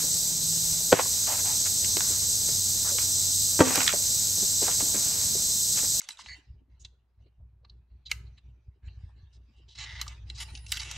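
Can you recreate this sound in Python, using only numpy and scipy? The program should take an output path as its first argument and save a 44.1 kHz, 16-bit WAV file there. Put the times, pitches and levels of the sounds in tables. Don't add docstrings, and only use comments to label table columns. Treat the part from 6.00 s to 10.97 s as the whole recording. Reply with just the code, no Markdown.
import sys
import numpy as np
from scipy import signal
from scipy.fft import rfft, irfft
from scipy.io import wavfile

SR = 44100
rng = np.random.default_rng(int(sys.argv[2]) if len(sys.argv) > 2 else 0)


def bounce(signal):
    frames = np.transpose(np.atleast_2d(signal))
    limited = np.clip(frames, -1, 1)
    pcm = np.round(limited * 32767).astype(np.int16)
    wavfile.write(sys.argv[1], SR, pcm)


N = 219221
T = np.arange(N) / SR

# freq_hz, level_db
AIR_SPECTRUM = [(30, 1), (120, -4.5), (300, -19), (1000, -17), (4000, -35.5), (8000, -41), (16000, -41)]
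# freq_hz, gain_db
REFLECTION_EQ = [(150, -13), (500, 2.5), (1500, 8), (1950, 3.5), (2200, -9.5), (2750, -3), (3400, -1),
                 (4050, -3.5), (5000, -2), (9000, 6.5), (15000, 8)]
# start_s, end_s, level_db
HAND_PRESSES = [(.26, .32, -52), (.46, .55, -51), (.69, .74, -54), (.79, .87, -53.5), (1.17, 1.22, -54),
                (1.37, 1.44, -48), (1.51, 1.66, -57.5), (1.69, 1.77, -52), (1.9, 1.96, -51.5),
                (2.05, 2.1, -53), (2.12, 2.29, -43), (2.43, 2.5, -46.5), (2.65, 2.69, -54),
                (2.82, 2.89, -45), (2.95, 3.07, -48.5), (3.13, 3.25, -52.5), (3.34, 3.44, -51.5),
                (3.55, 3.68, -54.5), (3.75, 3.9, -47.5), (3.91, 4.72, -44), (4.74, 4.97, -45.5)]
# freq_hz, level_db
RUMBLE_SPECTRUM = [(20, -16), (35, -8), (55, -0.5), (90, 4.5), (120, 2), (160, -13), (240, -34.5),
                   (380, -39.5), (1000, -41), (2500, -68.5)]
# time_s, level_db
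HAND_BUMPS = [(.503, -38), (.543, -43.5), (1.403, -42), (2.684, -37.5), (2.842, -39), (2.877, -36),
              (2.977, -39), (3.039, -30.5), (3.233, -39.5), (4.259, -36), (4.522, -36.5)]
# freq_hz, level_db
CASE_SPECTRUM = [(100, -23.5), (180, 3.5), (240, -1), (310, -7), (400, -3), (500, -19), (700, -18.5),
                 (1500, -44.5), (4000, -56)]
# peak_s, level_db, pitch_hz
PALM_SCUFFS = [(0.099, -67, 207), (0.248, -61, 230), (.39, -66, 330), (.56, -70.5, 298),
               (0.621, -61.5, 249), (0.691, -66.5, 270), (.94, -76.5, 460), (1.21, -78.5, 638),
               (1.268, -64.5, 357), (1.41, -74, 632), (1.64, -71.5, 500), (2.125, -67, 482),
               (2.23, -76, 200.6), (2.57, -70.5, 324), (2.77, -72, 360), (3.1, -67.5, 892), (3.4, -75, 330),
               (3.504, -63, 250), (3.6, -65.5, 332), (3.691, -67, 324), (3.851, -64, 334),
               (4.311, -63, 300), (4.431, -65, 296), (4.54, -53, 249), (4.78, -60, 264), (4.871, -56, 330)]
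# start_s, end_s, level_db
GLOVE_SLIDES = [(0, .34, -57.5), (.36, .5, -79.5), (.68, .86, -78.5), (1.17, 1.23, -78), (1.66, 1.74, -76),
                (1.88, 2.02, -82), (2.2, 2.48, -74.5), (2.5, 2.8, -83.5), (2.82, 3.12, -69.5),
                (3.13, 3.52, -74.5), (3.5, 3.75, -72.5), (3.8, 4.12, -56), (4.25, 4.35, -61),
                (4.35, 4.5, -53), (4.55, 4.72, -61.5), (4.74, 4.97, -52)]
# freq_hz, level_db
GLOVE_SPECTRUM = [(400, -14.5), (850, 0.5), (1200, -5.5), (1700, -0.5), (2350, 1), (2780, 5), (3300, -1),
                  (4000, 3.5), (4900, -0.5), (5700, -2.5), (7700, -9), (10000, -23), (15000, -37)]
# start_s, end_s, level_db
GLOVE_SQUEAK = [(.28, .335, -48)]
# pitch_ratio, level_db
GLOVE_PARTIALS = [(.92, 4), (2.03, 2.5), (3.08, -10.5), (3.92, -25.5)]
# start_s, end_s, level_db
CABLE_WHISTLE = [(4.47, 4.89, -62.5)]
# pitch_ratio, level_db
WHISTLE_PARTIALS = [(1, 0)]
# time_s, pitch_hz
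WHISTLE_GLIDE = [(4.52, 9550), (4.64, 9880), (4.71, 10500), (4.8, 10500), (4.9, 9600)]
# pitch_hz, level_db, t60_s
CHASSIS_MODES = [(962, -8.5, 0.069), (1223, -11, 0.061), (1600, -17, .04), (2038, -5.5, 0.052),
                 (2188, -1, 0.027), (2718, -7.5, 0.069), (2983, -5, 0.037), (3076, -8, 0.0041),
                 (3913, -2.5, 0.031), (4787, -7.5, 0.038), (5520, -10, 0.015), (5720, -18.5, 0.075),
                 (6935, -22, 0.024), (7680, -11.5, 0.048), (8490, 1, 0.011), (10430, -12.5, 0.06),
                 (13180, -26, .02)]
# knock_hz, body_hz, snap_hz, tick_hz
REGISTER_EDGES = [700, 1500, 3200, 7000]
# start_s, end_s, snap_db, body_vs_snap_db, tick_vs_snap_db, ring_hz, ring_db
SCRAPE_STROKES = [(0.015, 0.057, -58.5, -5, -5.5, 6500, 8.1), (0.09, 0.135, -54, -25, -5.5, 4090, 4.1),
                  (0.181, 0.226, -52.5, -6.5, -12, 1080, 18), (0.234, 0.299, -60, -10, -12, 3980, 6),
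                  (0.795, 0.831, -65.5, -23, -3, 6760, 16), (2.054, 2.085, -47.5, -29, -33, 3950, 11),
                  (2.114, 2.105, -74, 1, -17, 2700, 1), (2.371, 2.394, -65, -4, -19, 4150, 14),
                  (2.822, 2.873, -92, 17.5, -15, 1680, 33), (2.873, 2.893, -83, 20, -12.5, 2750, 29),
                  (3.323, 3.374, -71.5, -18.5, -11.5, 5270, 18), (3.558, 3.608, -74, -14, -17, 2800, 14),
                  (3.681, 3.742, -59.5, -25, -21.5, 4160, 0.79),
                  (3.745, 3.788, -54.5, -10.5, -20.5, 4200, 10), (3.777, 3.852, -45, -3, -23, 4200, 7),
                  (3.848, 4.006, -52.5, 3, -24.5, 1916, 16), (3.987, 4.035, -49, 1.5, -28, 1890, 8.8),
                  (4.084, 4.131, -70.5, 12, -2, 4060, 8), (4.346, 4.378, -52.5, -32, -18, 3960, 4),
                  (4.372, 4.412, -48, -10.5, -15, 5260, 11), (4.396, 4.438, -45, -0.5, -4, 4960, 10),
                  (4.677, 4.717, -53.5, -21, -9.5, 5550, 5.8), (4.725, 4.773, -42, -8, -23, 3720, 1.1),
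                  (4.79, 4.81, -38.5, -7.5, -18.5, 4770, 3), (4.805, 4.84, -44.5, -3, -13.5, 2800, 1),
                  (4.84, 4.986, -50, 0, -15.5, 2810, 5.8)]
# start_s, knock_db, body_db, snap_db, tick_db, decay_s, ring_hz, ring_db
PLASTIC_CLICKS = [(0.005, -83, -50, -52, -61.5, 0.0016, 2220, 22),
                  (0.016, -58, -68, -47.5, -59, 0.0021, 6800, 8),
                  (0.088, -54.5, -44.5, -39.5, -50.5, 0.0017, 5800, 9),
                  (0.105, -62, -53, -44.5, -73, .0028, 3970, 14),
                  (0.171, -77, -66, -56.5, -67, 0.0022, 3650, 26),
                  (0.19, -48, -62, -79, -71, .0027, 1060, 31),
                  (0.26, -57, -49.5, -58, -72, 0.0018, 4010, 11),
                  (0.848, -69, -60, -45, -68.5, 0.0052, 3695, 12.5),
                  (1.647, -65.5, -71.5, -61, -103, 0.0032, 4230, 19),
                  (1.696, -84.5, -91, -54.5, -108, 0.0037, 4210, 25),
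                  (2.1134, -47.5, -27.5, -30.5, -45, .0028, 2253, 13.5),
                  (4.0141, -48.5, -49.5, -33, -46, .0015, 4240, 7),
                  (4.064, -50, -64, -63, -66, 0.0055, 1210, 21),
                  (4.0793, -57.5, -62, -42.5, -58.5, 0.0022, 5140, 7.5),
                  (4.299, -86, -47, -42.5, -61.5, .0028, 4060, 25.5),
                  (4.551, -89, -56.5, -44, -69, 0.0057, 2660, 18),
                  (4.574, -93, -61, -50.5, -72, .0023, 4760, -2),
                  (4.664, -97, -56, -51.5, -63, .0042, 2690, 16),
                  (4.7188, -58.5, -40, -33.5, -33.5, 0.0023, 4750, 23),
                  (4.7219, -54.5, -33.5, -34, -43, 0.0022, 3630, 11),
                  (4.77, -89, -38, -39.5, -50, .006, 3160, 8),
                  (4.912, -53.5, -51, -40, -50.5, .0024, 6100, 6)]

TOP_HZ = 16100


def undb(db):
    return 10 ** (np.asarray(db) / 20)


def unit(x):
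    return x / np.sqrt(np.mean(x ** 2) + 1e-30)


def walk(rate_hz, size=N):
    return np.interp(np.arange(size) * rate_hz / SR, np.arange(4096), rng.standard_normal(4096))


def colour(x, points):
    hz, db = np.transpose(points)
    freqs = np.fft.rfftfreq(x.shape[-1], 1 / SR)
    return irfft(rfft(x) * undb(np.interp(np.log(freqs + 1), np.log(hz), db)), x.shape[-1])


def filtered(x, order, hz, kind="low"):
    return signal.sosfilt(signal.butter(order, hz, kind, fs=SR, output="sos"), x)


def fade(t, t60_s):
    return np.exp(-np.log(1000) * t / t60_s)


def stereo(pair, side_db):
    return pair[0] + undb(side_db) * pair[1] * np.array([[1], [-1]])


def add(out, x, start_s):
    i = max(int(start_s * SR), 0)
    out[:, i:i + x.shape[1]] += x[:, :max(N - i, 0)]


def gestures(table, attack_s, release_s):
    power = 0
    for start_s, end_s, db in table:
        rise = np.clip((T - start_s) / attack_s, 0, 1)
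        fall = np.exp(-np.clip((T - end_s) / release_s, 0, 20))
        power = power + (undb(db) * rise * fall) ** 2
    return np.sqrt(power)


def room_tone(level_db=-80):
    return stereo(unit(colour(rng.standard_normal((2, N)), AIR_SPECTRUM)), side_db=-5.5) * undb(level_db)


def reflections(x, early_db=-16, early_t60_s=.056, late_db=-21, late_t60_s=.39, treble_t60_s=.22):
    t = np.arange(SR * 3 // 4) / SR
    early, late, treble = rng.standard_normal((3, 2, len(t)))
    slap = unit(early * fade(t, early_t60_s) * (t > .003))
    dull = filtered(late, 2, 4500) * fade(t, late_t60_s)
    bright = filtered(treble, 2, 4500, "high") * fade(t, treble_t60_s)
    tail = unit((dull + bright) * (t > .008))
    response = colour(undb(early_db) * slap + undb(late_db) * tail, REFLECTION_EQ)
    response = stereo(response, side_db=-4.5) / np.sqrt(len(t))
    return signal.fftconvolve(x, response, axes=1)[:, :N]


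def hand_weight(rest_db=-68.5, settle_s=.28, tremor_db=.66):
    resting = undb(rest_db) * np.clip(T / settle_s, 0, 1)
    pressing = gestures(HAND_PRESSES, attack_s=.023, release_s=.057)
    return np.hypot(resting, pressing) * undb(tremor_db * walk(10))


def bench(lean, drone_hz=60.36, drone_db=-1, rumble_db=-6, bump_hz=75, bump_s=.0069):
    drone = np.sqrt(2) * np.sin(2 * np.pi * np.cumsum(drone_hz + .57 * walk(2.8)) / SR)
    rumble = stereo(unit(colour(rng.standard_normal((2, N)), RUMBLE_SPECTRUM)), side_db=-37)
    out = (drone * undb(drone_db) + rumble * undb(rumble_db)) * lean
    t = np.arange(4096) / SR
    bump = -np.sin(2 * np.pi * bump_hz * t) * (t / bump_s * np.exp(1 - t / bump_s)) ** 2
    for time_s, db in HAND_BUMPS:
        add(out, undb(db) * bump[None], time_s - bump_s / 2)
    return out


def palms(lean, drag_db=-74, scuff_q=2.5, scuff_fade_s=.011):
    rub = rng.standard_normal((2, N)) * undb(3 * walk(45))
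    out = unit(colour(rub, CASE_SPECTRUM)) * undb(drag_db) * unit(lean) ** (2 / 3)
    t = np.arange(-SR // 10, SR // 10) / SR
    swell = np.exp(-np.abs(t) / scuff_fade_s)
    for peak_s, db, pitch_hz in PALM_SCUFFS:
        note = signal.iirpeak(pitch_hz, scuff_q, fs=SR)
        scuff = signal.lfilter(*note, signal.lfilter(*note, rng.standard_normal((2, len(t)))))
        add(out, unit(scuff) * undb(db) * swell, peak_s + t[0])
    return stereo(out, side_db=-8.5)


def glove_rustle(shift_db=4, dull_hz=4500, creep_db=-92.5, full_treble_db=-59.5, gain_db=-2):
    grains = colour(rng.standard_normal((2, N)) * undb(1.2 * walk(700) + 2.2 * walk(40)), GLOVE_SPECTRUM)
    edges_hz = np.geomspace(500, 14000, 19)
    bands = (filtered(grains, 2, [lo, hi], "band") for lo, hi in zip(edges_hz, edges_hz[1:]))
    shifting = unit(sum(band * undb(shift_db * walk(22)) for band in bands))
    slides = gestures(GLOVE_SLIDES, attack_s=.036, release_s=.077)
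    effort = np.hypot(slides, undb(creep_db))
    dull = signal.sosfiltfilt(signal.butter(2, dull_hz, fs=SR, output="sos"), shifting)
    brightness = np.minimum(effort / undb(full_treble_db), 1) ** .69
    return stereo(dull + (shifting - dull) * brightness, side_db=-4.5) * effort * undb(gain_db)


def friction_tone(pitch_hz, partials, waver, flutter_db, rough):
    tone = 0
    for ratio, db in partials:
        carrier = np.exp(2j * np.pi * np.cumsum(ratio * pitch_hz * (1 + waver * walk(800))) / SR)
        smear = 1 + rough * (walk(600) + 1j * walk(600))
        tone = tone + undb(db + flutter_db * walk(170)) * (carrier * smear).imag / np.hypot(1, rough)
    return tone


def glove_squeak(pitch_hz=2178):
    tone = friction_tone(pitch_hz, GLOVE_PARTIALS, waver=.036, flutter_db=1, rough=.66)
    return tone * gestures(GLOVE_SQUEAK, attack_s=.0082, release_s=.013)


def cable_whistle():
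    pitch_hz = np.interp(T, *np.transpose(WHISTLE_GLIDE))
    tone = friction_tone(pitch_hz, WHISTLE_PARTIALS, waver=.0033, flutter_db=2.5, rough=.12)
    return tone * gestures(CABLE_WHISTLE, attack_s=.0083, release_s=.017)


def plastic(decay_s, ring_db):
    t = np.arange(4096) / SR
    crack = rng.standard_normal((2, len(t))) * np.exp(-t / decay_s)
    ring = sum(undb(db) * np.sin(2 * np.pi * (hz * t + rng.random((2, 1)))) * fade(t, t60_s)
               for hz, db, t60_s in CHASSIS_MODES)
    return unit(crack) + undb(ring_db) * unit(ring)


def voiced(pair, levels_db, ring_hz, ring_db, length_s, top_hz, side_db, soft_hz=7500, soft_db=-66):
    pair = pair + (undb(ring_db) - 1) * signal.lfilter(*signal.iirpeak(ring_hz, Q=12, fs=SR), pair)
    reach_hz = np.clip(soft_hz * 2 ** ((levels_db[3] - soft_db) / 22), SR / 10, TOP_HZ)
    pair = filtered(pair, 4, reach_hz)
    widths_db = (-4, -9.5, -.5, 8)
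    out = 0
    for lo, hi, db, width_db in zip(REGISTER_EDGES, REGISTER_EDGES[1:] + [top_hz], levels_db, widths_db):
        band = filtered(pair, 4, [lo, hi], "band")
        rms = np.sqrt(np.mean(band[:, :int(length_s * SR)] ** 2, axis=1, keepdims=True) + 1e-30)
        out = out + undb(db) * stereo(band / rms, side_db + width_db)
    return out


def slip_train(length_s, stroke_s=.05, slips_per_s=470, uneven=.33, scatter_db=2, edge_s=.0067):
    haste = (stroke_s / length_s) ** .5
    size = int(length_s * SR)
    t = np.arange(size) / SR
    timing, strength = rng.standard_normal((256, 2)).T
    times = np.cumsum(np.exp(uneven * haste * timing)) / (slips_per_s * haste)
    times = times - times[0] * .82
    inside = times < length_s
    slips = np.zeros(size + 1)
    slips[(times[inside] * SR).astype(int)] = undb(scatter_db * strength[inside])
    pressure = np.clip(np.minimum(t, length_s - t) / min(edge_s, length_s / 4), .3, 1)
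    return slips[:size] * pressure * undb(.24 * walk(54, size))


def scrapes(grit_db=-4, grit_decay_s=.0022, knock_vs_body_db=-12, top_hz=12000):
    out = np.zeros((2, N))
    for start_s, end_s, snap_db, body_vs_snap_db, tick_vs_snap_db, ring_hz, ring_db in SCRAPE_STROKES:
        offsets_db = np.array([body_vs_snap_db + knock_vs_body_db, body_vs_snap_db, 0, tick_vs_snap_db])
        length_s = max(end_s - start_s, .005)
        slips = slip_train(length_s)
        bursts = signal.lfilter([1], [1, -np.exp(-1 / (grit_decay_s * SR))], slips)
        grit = bursts * rng.standard_normal((2, len(slips)))
        knocks = signal.fftconvolve(slips[None], plastic(decay_s=.00099, ring_db=-4.5), axes=1)
        rasp = signal.fftconvolve(grit, plastic(decay_s=.0016, ring_db=-12), axes=1)
        stroke = unit(knocks) + undb(grit_db) * unit(rasp)
        stroke = voiced(stroke, snap_db + offsets_db, ring_hz, ring_db, length_s, top_hz, side_db=-11)
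        add(out, stroke, start_s)
    return out


def clicks(let_go_db=-4, max_lag_s=.0015, creep_db=-26, creep_rise_s=.012, top_hz=15000):
    out = np.zeros((2, N))
    t = np.arange(SR // 50) / SR
    for start_s, *levels_db, decay_s, ring_hz, ring_db in PLASTIC_CLICKS:
        click = undb(let_go_db) * plastic(decay_s * .5, ring_db=-9)
        landing = plastic(decay_s * 1.1, ring_db=-7)
        lag = int(max_lag_s * SR * min(decay_s / .003, 1)) + 1
        click[:, lag:] += landing[:, :-lag]
        add(out, voiced(click, levels_db, ring_hz, ring_db, .01, top_hz, side_db=-14), start_s)
        creep = rng.standard_normal((2, len(t))) * np.exp(t / creep_rise_s)
        creep = voiced(creep, levels_db, ring_hz, ring_db, t[-1], top_hz, side_db=-16)
        add(out, undb(creep_db) * creep, start_s - t[-1])
    return out


def scene(pan_db=-1.6):
    fingers = clicks() + scrapes() + glove_rustle() + glove_squeak() + cable_whistle()
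    fingers = fingers * undb(np.array([[pan_db], [-pan_db]]) / 2)
    lean = hand_weight()
    return room_tone() + reflections(fingers) + palms(lean) + bench(lean) + fingers


def record(dry):
    return signal.sosfilt(signal.ellip(8, .2, 70, TOP_HZ, fs=SR, output="sos"), dry)


dry = scene()
out = record(dry)
bounce(out)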